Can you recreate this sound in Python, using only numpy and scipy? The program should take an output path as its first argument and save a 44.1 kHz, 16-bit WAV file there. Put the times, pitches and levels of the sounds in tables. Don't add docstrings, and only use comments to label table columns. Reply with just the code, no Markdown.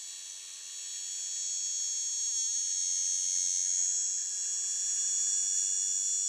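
import sys
import numpy as np
from scipy import signal
from scipy.fft import rfft, irfft
from scipy.io import wavfile
from scipy.ndimage import uniform_filter1d

SR = 44100
rng = np.random.default_rng(int(sys.argv[2]) if len(sys.argv) > 2 else 0)


def output_pcm(signal):
    pcm = np.clip(np.atleast_2d(signal).T, -1, 1) * 32767
    wavfile.write(sys.argv[1], SR, np.round(pcm).astype(np.int16))


N = 276948
HOP = 96
TIME = np.arange(N) / SR
STEPS = np.arange(N // HOP + 2) * HOP / SR
SQUEAL_ORDER = 72

# t/s, f/Hz (turns per second)
SPEED = [(0.0, 93.21), (0.64, 92.68), (1.32, 92.61), (1.76, 92.24), (1.92, 92.02), (2.76, 91.43),
         (2.92, 91.05), (3.44, 90.98), (3.56, 90.78), (3.68, 90.93), (4.04, 91.94), (4.16, 92.07),
         (4.8, 93.51), (5.28, 94.34), (5.6, 94.62), (6.27, 94.75)]
# f/Hz, level/dB per Hz
RUSH_SEATED = [(30, -135), (180, -110), (430, -103), (700, -105), (1750, -103), (2050, -108), (2550, -98),
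               (3300, -92.5), (4850, -101), (6200, -92), (9700, -100), (10500, -112), (13800, -111)]
RUSH_FREE = [(30, -135), (180, -109), (420, -104), (1400, -107), (1800, -100), (2030, -116), (2200, -103),
             (3900, -101), (9000, -93.5), (10200, -107), (11200, -105), (13800, -116)]
# f/Hz, relative level/dB per Hz
HISS_SEATED = [(4600, -41), (5400, -12), (6150, 7), (6350, -5.5), (6600, 1.5), (7000, -1), (7550, -4),
               (7800, 1.5), (8300, -9), (10000, -29)]
# t/s, gain/dB
SCRATCH = [(0, -2), (1.2, 0.5), (1.7, -2.5), (3.7, 4.5), (4.149, 0.5), (4.9, 4.5), (5.5, 2), (6.28, -2)]


def amp(db):
    return 10 ** (np.asarray(db) / 20)


def unit(x):
    return x / np.sqrt(np.mean(abs(x) ** 2) + 1e-20)


def curves(rows, t):
    s, *columns = np.transpose(rows)
    return [np.interp(t, s, column) for column in columns]


def read(points, hz):
    f, db = np.transpose(points)
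    return np.interp(np.log(hz + 1), np.log(np.sort(f) + 1), db)


def by_seat(seat, db):
    return np.interp(seat, np.arange(3), db)


def wander(rate_hz):
    hz = np.fft.rfftfreq(len(STEPS), HOP / SR)
    spectrum = rfft(rng.standard_normal(len(STEPS))) / (1 + (hz / rate_hz) ** 2)
    return unit(irfft(spectrum, len(STEPS)))


def noise(spectrum, patchy_db=3):
    hz, _, z = signal.stft(rng.standard_normal(N), SR, nperseg=1024)
    patches = uniform_filter1d(rng.standard_normal(z.shape), size=5, axis=0)
    patches = unit(uniform_filter1d(patches, size=40, axis=1))
    depth_db = patchy_db * np.minimum(hz / 1500, 1)
    z = z * amp(read(spectrum, hz)[:, None] + depth_db[:, None] * patches)
    return np.sqrt(SR / 2) * signal.istft(z, SR, nperseg=1024)[1][:N]


def ring(drive, hz, width_hz):
    offset = (np.fft.rfftfreq(N, 1 / SR) - hz) / width_hz
    return unit(irfft(rfft(drive) / (1 + 1j * offset) ** 3, N))


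def rush_db(hz, free):
    return (1 - free) * read(RUSH_SEATED, hz) + free * read(RUSH_FREE, hz)


def order_levels(seat, free, bar_db=19, low_db=10, free_db=-4, holder_db=-62, scatter_db=6,
                 sway_db=1.5, sway_hz=3, count=146, full_squeal_db=-35):
    strong_tones = {10: (-87, -86, -84), 12: (-77, -83.5, -78.5), 24: (-73, -67, -74.5),
                    30: (-70, -89, -64.5), 37: (-67, -62.5, -69.5), 41: (-73, -59.5, -93),
                    42: (-60, -63, -75.5), 44: (-73.5, -76, -61), 45: (-61, -61.5, -64.5),
                    46: (-64.5, -57.5, -76), 49: (-76, -69, -62), 50: (-83, -67, -94),
                    59: (-63, -53.5, -55.5), 61: (-98, -54.5, -55), 64: (-89, -68, -82),
                    65: (-64.5, -48, -51), 66: (-59, -55, -50.5), 67: (-55.5, -43, -73),
                    69: (-71, -54.5, -61), 71: (-54, -48.5, -45), 73: (-68, -45, -42),
                    74: (-57.5, -51.5, -50.5), 75: (-49, -64, -37.5), 76: (-53, -51.5, -45.5),
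                    77: (-56.5, -49, -49.5), 80: (-69, -66, -45), 81: (-68, -51.5, -51.5),
                    83: (-61, -53, -45.5), 84: (-48.5, -59.5, -55), 85: (-70, -48, -46),
                    86: (-75, -55.5, -50), 87: (-58, -55, -71), 96: (-65.5, -52.5, -60),
                    105: (-75, -57, -71), 107: (-83.5, -58.5, -71.5), 119: (-77, -74, -68.5)}
    # t/s, level/dB
    squeal = [(0.0, -51), (0.6, -56), (0.8, -47.5), (1.6, -36.5), (2.28, -33.5), (2.88, -34), (3.36, -33.5),
              (3.88, -37.5), (3.96, -53), (4.08, -41), (4.4, -50.5), (4.52, -37.5), (4.68, -42.5),
              (5.04, -34.5), (5.36, -33.5), (6.27, -37.5)]
    slot_tones = {36: (-50.5, -55, -52.5, 0.44), 48: (-48.5, -53, -59, .5), 60: (-44, -47.5, -40.5, 0.66)}
    # t/s, gain/dB
    chatter = [(0, -3), (0.5, -7), (0.82, -2.5), (1.4, 5.5), (2, 2), (2.5, 1), (3.35, 3), (4.08, 1.5),
               (4.27, -1.5), (4.7, 0.5), (6.28, -0.5)]
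    swells = {12: (4.84, 0.57, 8.4), 24: (3.65, 0.39, 6.2), 71: (4.08, 0.65, 6.7), 73: (3.73, 0.28, 7.4),
              76: (3.83, .2, 6.1), 84: (4.08, .22, 9.6)}

    chatter_db, = curves(chatter, STEPS)
    squeal_db, = curves(squeal, STEPS)
    slow_squeal_db = uniform_filter1d(squeal_db, size=180) - full_squeal_db
    shaft_hz = np.mean(curves(SPEED, STEPS))

    strong = {k: by_seat(seat, db) + sway_db * wander(sway_hz) for k, db in strong_tones.items()}
    slots = {k: by_seat(seat, db) + follow * slow_squeal_db for k, (*db, follow) in slot_tones.items()}
    slots[SQUEAL_ORDER] = squeal_db

    levels = {}
    for k in range(1, count):
        hz = k * shaft_hz
        radiation_db = np.interp(hz, [0, 2400, 3500], [0, low_db, bar_db])
        weak_db = rush_db(hz, free) + radiation_db + free * free_db
        weak_db = np.maximum(weak_db, holder_db + read(HISS_SEATED, hz))
        weak_db = weak_db + scatter_db * min(hz / 2000, 1) * wander(0.37)
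        in_holders = np.exp(-((hz - 6700) / 1700) ** 4)
        levels[k] = slots.get(k, strong.get(k, weak_db) + in_holders * chatter_db)
    for k, (middle, length, rise_db) in swells.items():
        levels[k] = levels[k] + rise_db * np.exp(-((STEPS - middle) / length) ** 2)
    return levels


def whine(angle, seat, free, flutter_seated=0.099, flutter_free=0.17, flutter_hz=45, drift=0.28,
          end_play=0.86, jitter=0.00074, shake_db=0.5):
    flutter = flutter_seated + (flutter_free - flutter_seated) * free
    pressure_db = shake_db * wander(6.2)
    turn = np.exp(1j * (angle + jitter * np.interp(TIME, STEPS, wander(120))))
    partial, out = np.ones(N, complex), np.zeros(N)
    for k, db in order_levels(seat, free).items():
        partial *= turn
        bounce = 1 + flutter * (wander(flutter_hz) + 1j * wander(flutter_hz))
        spread = np.pi * np.clip((abs(k - SQUEAL_ORDER) - 1) / 2, 0, 1)
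        phase = spread * rng.uniform(-0.82, 1) + drift * wander(0.8) + end_play * free * wander(0.48)
        envelope = amp(db + pressure_db) * bounce * np.exp(1j * phase)
        out += (np.interp(TIME, STEPS, envelope) * partial).real
    return np.sqrt(2) * out


def brush_hiss(angle, seat, free, throb=0.52, seated_db=-2, free_db=-2, db_per_hz=1.6,
               uneven_db=-0.5, uneven_hz=4):
    # f/Hz, relative level/dB per Hz
    hiss_free = [(4800, -63), (5230, 1), (5480, -8), (5700, -6), (5980, -4), (6220, -3), (6500, 6),
                 (6880, 0.5), (7300, -2.5), (7680, -43), (8000, -32), (8500, -40)]
    # level/dB in light contact, level/dB dragging, level/dB running free
    base_db = (-49.5, -47.5, -46)

    shaft_hz, = curves(SPEED, STEPS)
    speed_db = db_per_hz * (shaft_hz - shaft_hz.mean())
    hiss_db = by_seat(seat, base_db) + speed_db + uneven_db * wander(uneven_hz)
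    seated = amp(seated_db) * np.sqrt(1 - free) * unit(noise(HISS_SEATED))
    loose = amp(free_db) * np.sqrt(free) * unit(noise(hiss_free))
    return np.interp(TIME, STEPS, amp(hiss_db)) * unit(1 + throb * np.cos(angle)) * (seated + loose)


def rasp(angle, seat, burst_db=1.52, burst_hz=22, throb=0.41):
    # f/Hz, half-width of each pole/Hz,
    # base level/dB in light contact, level/dB dragging, level/dB running free
    frame = [(868, 164, -80, -83, -78.5), (1684, 120, -73, -78, -66), (1836, 77, -66.5, -70.5, -72.5),
             (2626, 480, -62.5, -72.5, -68)]

    scratch_db, = curves(SCRATCH, STEPS)
    out = np.zeros(N)
    for hz, width_hz, *seat_db in frame:
        level_db = by_seat(seat, seat_db) + scratch_db + burst_db * wander(burst_hz)
        drive = rng.standard_normal(N) * (1 + throb * np.cos(angle))
        out += np.interp(TIME, STEPS, amp(level_db)) * ring(drive, hz, width_hz)
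    return out


def handling():
    # middle t/s, level/dB at the middle, f/Hz, half-width of each pole/Hz, time from the middle to 1/e/s
    bumps = [(3.436, -68, 377, 89.7, 0.026), (3.836, -72, 841, 129.9, 0.065), (4.83, -74, 464, 91, .025)]

    out = np.zeros(N)
    for middle, db, hz, width_hz, length in bumps:
        swell = np.exp(-((TIME - middle) / length) ** 2)
        out += amp(db) * swell * ring(rng.standard_normal(N), hz, width_hz)
    return out


def rush(angle, free, throb=0.25, follow=0.27):
    scratch_db, = curves(SCRATCH, TIME)
    blend = np.sqrt(1 - free) * noise(RUSH_SEATED) + np.sqrt(free) * noise(RUSH_FREE)
    return blend * amp(follow * scratch_db) * unit(1 + throb * np.cos(angle))


def scene():
    # t/s, seat (0 light contact, 1 dragging, 2 running free)
    seat_points = [(0, 0), (1, 0.02), (2.5, 0.75), (3.6, 1), (4, 1.8), (6.28, 2.08)]

    shaft_hz, = curves(SPEED, TIME)
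    angle = 2 * np.pi * np.cumsum(shaft_hz) / SR
    seat, = curves(seat_points, STEPS)
    free = np.clip(seat - 1, 0, 1)
    free_fine = np.interp(TIME, STEPS, free)
    motor = whine(angle, seat, free) + brush_hiss(angle, seat, free_fine)
    motor += rasp(angle, seat) + rush(angle, free_fine)
    return (motor + handling())[None]


def record(dry):
    lowpass = signal.firwin(1023, 13950, window=("kaiser", 9), fs=SR)
    return signal.oaconvolve(dry, lowpass[None], "same")


dry = scene()
out = record(dry)
output_pcm(out)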